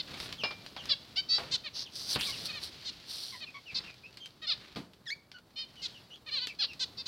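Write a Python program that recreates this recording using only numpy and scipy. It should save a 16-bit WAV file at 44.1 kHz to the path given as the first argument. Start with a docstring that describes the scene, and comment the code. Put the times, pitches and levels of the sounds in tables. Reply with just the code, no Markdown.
"""Short nasal calls of zebra finches sound close by in a small plywood and wire aviary, thin peeps further
back. Calls are harmonic buzzes coloured by the throat; peeps and one flicking chirp are gliding whistles with
overtones. Blows of noise with resonant thuds are birds landing on wood and wire; claws and beaks tick, wings
puff air. Something rubs and bumps close to the microphone as hissing, grainy noise. Behind it lie a low outdoor
rumble and the faint scratching stir of the flock, both drifting shaped noise."""
import sys
import numpy as np
from scipy import signal
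from scipy.fft import rfft, irfft
from scipy.io import wavfile
from scipy.ndimage import uniform_filter1d, map_coordinates

SR = 44100
rng = np.random.default_rng(int(sys.argv[2]) if len(sys.argv) > 2 else 0)


def transcribe(u):
    """Save the signal u as a 16-bit wav file named by the first command-line argument.

    u: samples, shape (n,) or (channels, n), limited to [-1, 1]; the rate is SR.
    q: integer samples, one column per channel.
    """
    v = np.clip(np.atleast_2d(u).T, -1, 1)
    q = np.round(v * 32767).astype(np.int16)
    wavfile.write(sys.argv[1], SR, q)


N = 311874
TIME = np.arange(N) / SR  # s

# scratchy spectrum of small taps, shared by the ticks and the rustling flock: f/Hz, level/dB
SCRATCH_COLOUR = [(1000, -8.5), (2600, 0.5), (4500, 6), (7000, -14), (15000, -28)]


def from_db(db):
    """Decibels to gain."""
    return 10 ** (np.asarray(db) / 20)


def rms_one(x):
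    """Scale to an rms of one."""
    return x / np.sqrt(np.mean(x ** 2) + 1e-20)


def at_hz(points, hz):
    """Read a spectrum in dB on a log-frequency axis."""
    f, db = np.transpose(points)
    return np.interp(np.log(np.maximum(hz, 1)), np.log(f), db)


def add(out, s, sound):
    """Mix a sound in, starting at s seconds; whatever lies outside the scene is cut off."""
    at = round(s * SR)
    lo, hi = max(at, 0), min(at + len(sound), N)
    out[lo:hi] += sound[lo - at:hi - at]


def noise(colour, size=N):
    """Noise with the given spectrum, rms 1."""
    spectrum = rfft(rng.standard_normal(size))
    gains = from_db(at_hz(colour, np.fft.rfftfreq(size, 1 / SR)))
    return rms_one(irfft(spectrum * gains, size))


def drift(rate):
    """Smooth chance that changes about rate times a second, rms 1."""
    lowpass = signal.butter(2, min(rate, SR / 4), fs=SR, output="sos")
    return rms_one(signal.sosfilt(lowpass, rng.standard_normal(N)))


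def decay(s, t60, rise_s=0.00055):
    """Envelope of a slightly cushioned blow at s seconds, falling 60 dB in t60 seconds."""
    age = np.maximum(TIME - s, 0)
    return np.minimum(age / rise_s, 1) * from_db(-60 * np.minimum(age / t60, 2))


def swell(u, top, fullness):
    """Air pressure builds to its top and falls away; greater fullness keeps the level up for longer."""
    arch = np.sin(np.pi * np.interp(u, [0, top, 1], [0, .5, 1]))
    return np.abs(arch) ** (1 / fullness)


def nasal_calls():
    """The syrinx buzzes in harmonics whose pitch turns once; the throat's colour sinks as the beak closes."""
    # the near birds' calls, pitches before rounding and end sag:
    # start/s, length/s, start f/Hz, turn f/Hz, end f/Hz, level/dB, voice
    calls = [(-.04, .056, 560, 600, 500, -33.5, "full"), (.888, .055, 740, 588, 545, -28, "full"),
             (1.158, .054, 670, 758, 775, -31, "hollow"), (1.286, .1, 640, 652, 672, -28, "ringing"),
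             (1.511, .055, 480, 545, 482, -31, "bright"), (1.636, .054, 620, 635, 535, -41.5, "soft"),
             (2.48, .039, 600, 640, 585, -41.5, "soft"), (2.522, .076, 620, 635, 560, -43.5, "soft"),
             (2.846, .06, 510, 550, 455, -39.7, "bright"), (3.404, .048, 620, 640, 572, -43.5, "soft"),
             (3.744, .05, 490, 530, 515, -33.7, "ringing"), (4.416, .05, 610, 640, 595, -44, "soft"),
             (4.466, .077, 680, 755, 515, -31.5, "full"), (5.557, .094, 600, 622, 615, -40.5, "hollow"),
             (5.816, .056, 520, 545, 465, -38, "bright"), (6.261, .047, 590, 635, 535, -44.5, "soft"),
             (6.307, .1, 580, 618, 475, -34.5, "narrow"), (6.4, .065, 470, 510, 495, -37.5, "narrow"),
             (6.587, .074, 830, 860, 460, -31, "full"), (6.793, .053, 475, 532, 485, -33.3, "bright"),
             (6.971, .052, 465, 525, 525, -41, "ringing"), (7.056, .045, 480, 530, 480, -34, "bright")]
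    # ways of calling, by voice: loudest point/fraction of the call, throat gains/dB at each of throat_hz
    voices = {"soft": (0.6, [-20.5, -9.5, -2, -4.5, -2, 1.5, -17, -25, -47]),
              "hollow": (0.38, [-27.5, -19.5, -6.5, -0.5, -5, 1, -2, -27, -45]),
              "narrow": (0.57, [-29.5, -21, -16, -9.5, -9.5, 2.5, -20, -32, -53]),
              "bright": (0.73, [-28.5, -16.5, -14, -8, 0.5, 3.5, -5.5, -12, -36.5]),
              "full": (0.54, [-26, -19.5, -14, -7.5, -1, 1, -4, -31, -49]),
              "ringing": (0.64, [-29.5, -27, -19, -18.5, -5, 2.5, -4.5, -24.5, -51])}
    # points of the throat's colour: f/Hz
    throat_hz = [600, 1800, 2450, 3050, 3650, 4300, 5000, 6000, 10000]
    turn_at, turn_rounding = .33, .22  # fractions of the call
    end_sag_octaves, beak_closing_octaves = .07, 0.12
    air_db = -16  # breath against the buzz, ahead of its puffing
    top_hz = 11000  # no harmonics from here up

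    out = np.zeros(N)
    jitter = .008 * drift(240)
    k = np.arange(1, 27)[:, None]
    for start, length_s, start_hz, turn_hz, end_hz, level_db, kind in calls:
        top, throat_db = voices[kind]
        colour = list(zip(throat_hz, throat_db))
        u = np.linspace(0, 1, round(length_s * SR))
        octaves = np.interp(u, [0, turn_at, 1], np.log2([start_hz, turn_hz, end_hz]))
        rounded = uniform_filter1d(octaves, round(turn_rounding * len(u)), mode="nearest")
        hz = 2 ** (rounded - end_sag_octaves * u ** 10)
        unsteady = jitter[(round(start * SR) + np.arange(len(u))) % N]
        phase = 2 * np.pi * np.cumsum(hz * (1 + unsteady)) / SR

        # reading the colour ever higher moves its peaks down
        throat = from_db(at_hz(colour, k * hz * 2 ** (beak_closing_octaves * (u - .5))))
        gains = throat * (k * hz < top_hz)
        buzz = rms_one((gains * np.cos(k * phase + rng.standard_normal(k.shape))).sum(0))
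        puffs = 1 + np.cos(phase)  # one in every cycle
        air = from_db(air_db) * noise(colour, len(u)) * puffs
        call = boards_nearby((buzz + air) * swell(u, top, fullness=1.51))
        add(out, start, from_db(level_db) * rms_one(call))
    return out


def chirp():
    """A closer, brighter whistle that dips and then flicks upward, following its own pitch and level."""
    # the path of the one chirp, level ahead of echoes: t/s, f/Hz, level/dB
    path = [(5.058, 2090, -49), (5.08, 1680, -42.5), (5.098, 1656, -40), (5.108, 2097, -36.5),
            (5.14, 2420, -42.5)]
    fade_s = .008
    out = np.zeros(N)
    s, hz, db = np.transpose(path)
    t = np.arange(s[0], s[-1], 1 / SR)
    jitter = .018 * drift(770)[:len(t)]
    voice = whistle(np.interp(t, s, hz), jitter, brightness_db=6.0)
    fade = np.minimum(np.minimum(t - s[0], s[-1] - t) / fade_s, 1)
    add(out, s[0], boards_nearby(from_db(np.interp(t, s, db)) * fade * voice))
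    return out


def boards_nearby(x, count=4):
    """The boards around the perch send back early echoes, so gliding harmonics beat and break up."""
    nearest_s, farthest_s, echo_db = .0005, .006, -10
    out = np.pad(x, (0, round(farthest_s * SR)))
    for lag in (rng.uniform(nearest_s, farthest_s, count) * SR).astype(int):
        out[lag:lag + len(x)] += from_db(echo_db) * x
    return out


def peeps():
    """Short gliding whistles that swell and fade; the pitch bends and trembles on its way."""
    # thin peeps further back, level ahead of the enclosure's reflections:
    # start/s, length/s, mid-glide f/Hz, whole glide/octaves, level/dB
    notes = [(.381, .05, 2950, -.42, -44), (.771, .05, 3100, -.4, -48), (1.85, .03, 3200, -.49, -51),
             (2.262, .045, 1130, -.3, -47), (2.32, .03, 2850, -.35, -46), (3.323, .041, 1045, -.24, -50),
             (3.463, .035, 2570, -.2, -50), (3.542, .036, 1090, -.1, -47), (3.657, .06, 2620, -.48, -48.5),
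             (3.835, .083, 2620, -.31, -52), (4.034, .045, 2620, .15, -52), (4.2, .075, 3100, -.05, -50),
             (5.339, .043, 1478, .02, -53), (5.765, .054, 2960, -.1, -54.5), (5.929, .06, 2950, -.3, -56),
             (6.104, .045, 2880, .04, -53), (6.13, .025, 3200, .1, -51), (6.479, .038, 2540, -.32, -46.5),
             (6.681, .045, 2660, -.2, -49)]
    out = np.zeros(N)
    wobble = .025 * drift(490) + .018 * drift(40)  # fast jitter and slower wander
    for start, length_s, mid_hz, glide_octaves, level_db in notes:
        u = np.linspace(0, 1, round(length_s * SR))
        hz = mid_hz * 2 ** (glide_octaves * (u - .5))
        voice = whistle(hz, wobble[round(start * SR) + np.arange(len(u))], brightness_db=-3.0)
        add(out, start, from_db(level_db) * rms_one(voice * swell(u, top=0.44, fullness=2.3)))
    return out


def whistle(hz, wobble, brightness_db):
    """A whistled note with a few overtones, tilted by brightness_db per octave above the fundamental."""
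    # colour of the whistling throat: f/Hz, level/dB
    throat_colour = [(1000, -2.5), (2300, 8), (3200, -1.5), (4700, -1), (9000, -42)]
    k = np.arange(1, 7)[:, None]
    phase = 2 * np.pi * np.cumsum(hz * (1 + wobble)) / SR
    gains = from_db(at_hz(throat_colour, k * hz) + brightness_db * np.log2(k))
    return rms_one((gains * np.sin(k * phase)).sum(0))


def knocks(thud_lasts=1.83):
    """A blow rattles the boards and thuds for longer where the struck part resonates; struck mesh rings on."""
    # landings and bumps: t/s, rattle level/dB, rattle t60/s, thud f/Hz, thud against rattle/dB
    blows = [ (0.435, -29.5, 0.14, 980, -22), (0.508, -38, 0.093, 920, -31), (0.764, -38.5, 0.11, 775, -15),
             (1.381, -36, 0.17, 567, -5), (2.158, -27.5, 0.088, 112, -5), (4.759, -39, 0.18, 206, 0)]
    # ringing modes of the wire mesh: f/Hz, level against the mesh hit/dB, t60/s
    mesh_modes = [(2374, -11, .33), (2804, -2, .09), (4300, -6, .06), (5100, -9, .2)]
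    # rattling boards: f/Hz, level/dB
    board_colour = [(40, -6), (150, -7), (1000, 2), (1700, -5), (4600, -1), (6500, -25), (15000, -86)]
    mesh_hit_s, mesh_hit_db = .437, -23.5

    out = np.zeros(N)
    boards = noise(board_colour)
    for s, level_db, t60, thud_hz, thud_db in blows:
        resonance = signal.iirpeak(thud_hz, 1.5, fs=SR)
        thud = rms_one(signal.lfilter(*resonance, rng.standard_normal(N)))
        rattling = boards * decay(s, t60)
        thudding = from_db(thud_db) * thud * decay(s, thud_lasts * t60)
        out += from_db(level_db) * (rattling + thudding)
    for hz, db, t60 in mesh_modes:
        out += from_db(mesh_hit_db + db) * decay(mesh_hit_s, t60) * np.sin(2 * np.pi * hz * TIME)
    return out


def ticks(ring_t60=0.083, crack_t60=0.0061, crack_db=3, ring_db=-5, faint_per_s=14, faint_top_db=-53):
    """Claws and beaks tap on wood, a crack and a brief ring: some sharp ticks and many faint ones."""
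    # sharp ticks, strength ahead of crack and ring gains: t/s, level/dB
    sharp = [(.2015, -35), (.3263, -35), (.6635, -42), (.856, -39), (2.21, -28), (4.172, -42), (4.259, -42),
             (5.3165, -45), (6.4707, -31), (6.7336, -43)]
    # faint taps fall at random, with strengths anywhere below their top
    taps = (rng.random(N) < faint_per_s / SR) * from_db(faint_top_db) * rng.random(N)
    for s, tap_db in sharp:
        taps[round(s * SR)] = from_db(tap_db)
    dying = np.zeros(N)
    for db, t60 in ((crack_db, crack_t60), (ring_db, ring_t60)):
        kept_per_sample = from_db(-60 / (t60 * SR))
        dying += from_db(db) * signal.lfilter([1], [1, -kept_per_sample], taps + 1e-18)
    return noise(SCRATCH_COLOUR) * dying


def wings(beats_hz=27, depth_db=2.5, ramp_s=0.026):
    """Every wing beat pushes a puff of air through the feathers, which crackle unevenly."""
    # bursts of fluttering: start/s, end/s, level/dB
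    flutters = [(0.07, 0.355, -46), (0.798, 0.933, -50), (1.32, 1.57, -49.5), (3.708, 3.92, -51),
                (4.51, 4.76, -54.5)]
    # air through feathers: f/Hz, level/dB
    feather_colour = [(170, 1.5), (600, -10), (4300, -5), (7000, -24.5), (15000, -36.5)]
    effort = np.zeros(N)
    for start, end, db in flutters:
        effort += from_db(db) * np.clip(np.minimum(TIME - start, end - TIME) / ramp_s, 0, 1)
    beat = np.sin(2 * np.pi * np.cumsum(beats_hz * (1 + drift(1.8) / 10)) / SR)
    crackle = drift(114)
    return effort * rms_one(noise(feather_colour) * from_db(depth_db * (beat + crackle)))


def brushing(grain_db=2.0):
    """Sliding contact hisses, brighter under more pressure, catching and slipping in fine grains."""
    # long and short rub, pressure as level: t/s, level/dB
    long_rub = [(1.9, -67), (1.964, -41.5), (2.064, -44), (2.11, -33.5), (2.158, -34), (2.178, -55),
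                (2.195, -36.5), (2.302, -36.5), (2.33, -46), (2.44, -45), (2.462, -35.5), (2.488, -50.5),
                (2.598, -60), (2.638, -39), (2.7, -55)]
    short_rub = [(3.051, -64), (3.102, -41.5), (3.262, -43), (3.408, -54.5)]
    # the rubbing resonance dives at the bump and climbs back: t/s, shift/octaves
    resonance_shift = [(2.135, 0.13), (2.19, -.8), (2.275, .1), (2.36, 0.047)]
    # brief scuffs: middle t/s, half length/s, level/dB, fine hiss against rub/dB
    scuffs = [(0.229, 0.05, -49.5, -8.5), (1.794, 0.048, -38, -23)]
    # body of the rub, then its fine hiss: f/Hz, level/dB
    rub_colour = [(2200, -7), (4200, 15), (5600, 6), (6600, -18.5), (10000, -41)]
    fine_colour = [(4000, -11), (7000, 5.5), (9000, 12), (15500, -0.5)]
    usual_rub_db, usual_fine_db = -42, -12.5  # fine hiss against the rub at its usual level
    fine_db_per_db = 0.1  # growth of the fine hiss with pressure

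    # reading the noise slower or faster shifts its resonance
    speed = 2 ** np.interp(TIME, *np.transpose(resonance_shift))
    rub = map_coordinates(noise(rub_colour), [np.cumsum(speed)], mode="wrap")
    fine = noise(fine_colour)
    strokes = np.zeros(N)
    for s, half, db, fine_db in scuffs:
        shape = np.exp(-np.minimum(((TIME - s) / half) ** 4, 20))
        strokes += from_db(db) * shape * (rub + from_db(fine_db) * fine)
    for curve in (long_rub, short_rub):
        s, db = np.transpose(curve)
        level_db = np.interp(TIME, s, db)
        fine_db = usual_fine_db + fine_db_per_db * (level_db - usual_rub_db)
        touching = (TIME > s[0]) * (TIME < s[-1])
        strokes += touching * from_db(level_db) * (rub + from_db(fine_db) * fine)
    return strokes * from_db(grain_db * drift(300))


def background():
    """Low outdoor rumble and the faint scratching stir of the flock, noises whose levels drift."""
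    # course of the bed, ahead of its drifting: t/s, low murmur of air level/dB, high rustle level/dB
    bed = [(0, -54, -54.5), (1.85, -59.5, -61), (2.35, -51.5, -46.5), (3.0, -60.5, -55), (5.4, -64, -75),
           (5.9, -59, -56), (6.22, -61.5, -68.5), (7.07, -56.5, -60.5)]
    # murmuring air: f/Hz, level/dB
    air_colour = [(30, 1), (120, 8.5), (1500, -8.5), (3000, -24)]
    s, air_db, rustle_db = np.transpose(bed)
    air = from_db(np.interp(TIME, s, air_db) + drift(22.0)) * noise(air_colour)
    rustle = from_db(np.interp(TIME, s, rustle_db) + 1.1 * drift(45)) * noise(SCRATCH_COLOUR)
    return air + rustle


def aviary(x, wet_db, t60):
    """Dense reflections from nearby boards arrive after a few milliseconds and die quickly."""
    tail = (rng.standard_normal(N) * decay(0.0088, t60))[:SR // 2]
    return x + from_db(wet_db) * signal.fftconvolve(x, tail / np.linalg.norm(tail))[:N]


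def scene():
    """Near and far birds share one enclosure; both channels carry the same sound."""
    near = aviary(nasal_calls() + chirp(), wet_db=-17.0, t60=0.34)
    far = aviary(peeps(), wet_db=-4.0, t60=0.089)
    contacts = aviary(knocks() + ticks() + wings(), wet_db=-10.0, t60=0.19)
    return np.tile(near + far + contacts + brushing() + background(), (2, 1))


def record(dry):
    """A very faint, steady noise, independent in each channel, is added; deepest bass and top are cut."""
    faint_noise = from_db(-82) * rng.standard_normal(dry.shape)
    bass_cut = signal.butter(2, 48, "high", fs=SR, output="sos")
    top_cut = signal.ellip(10, .1, 70, 15800, fs=SR, output="sos")
    return signal.sosfilt(top_cut, signal.sosfilt(bass_cut, dry + faint_noise))


dry = scene()
out = record(dry)
transcribe(out)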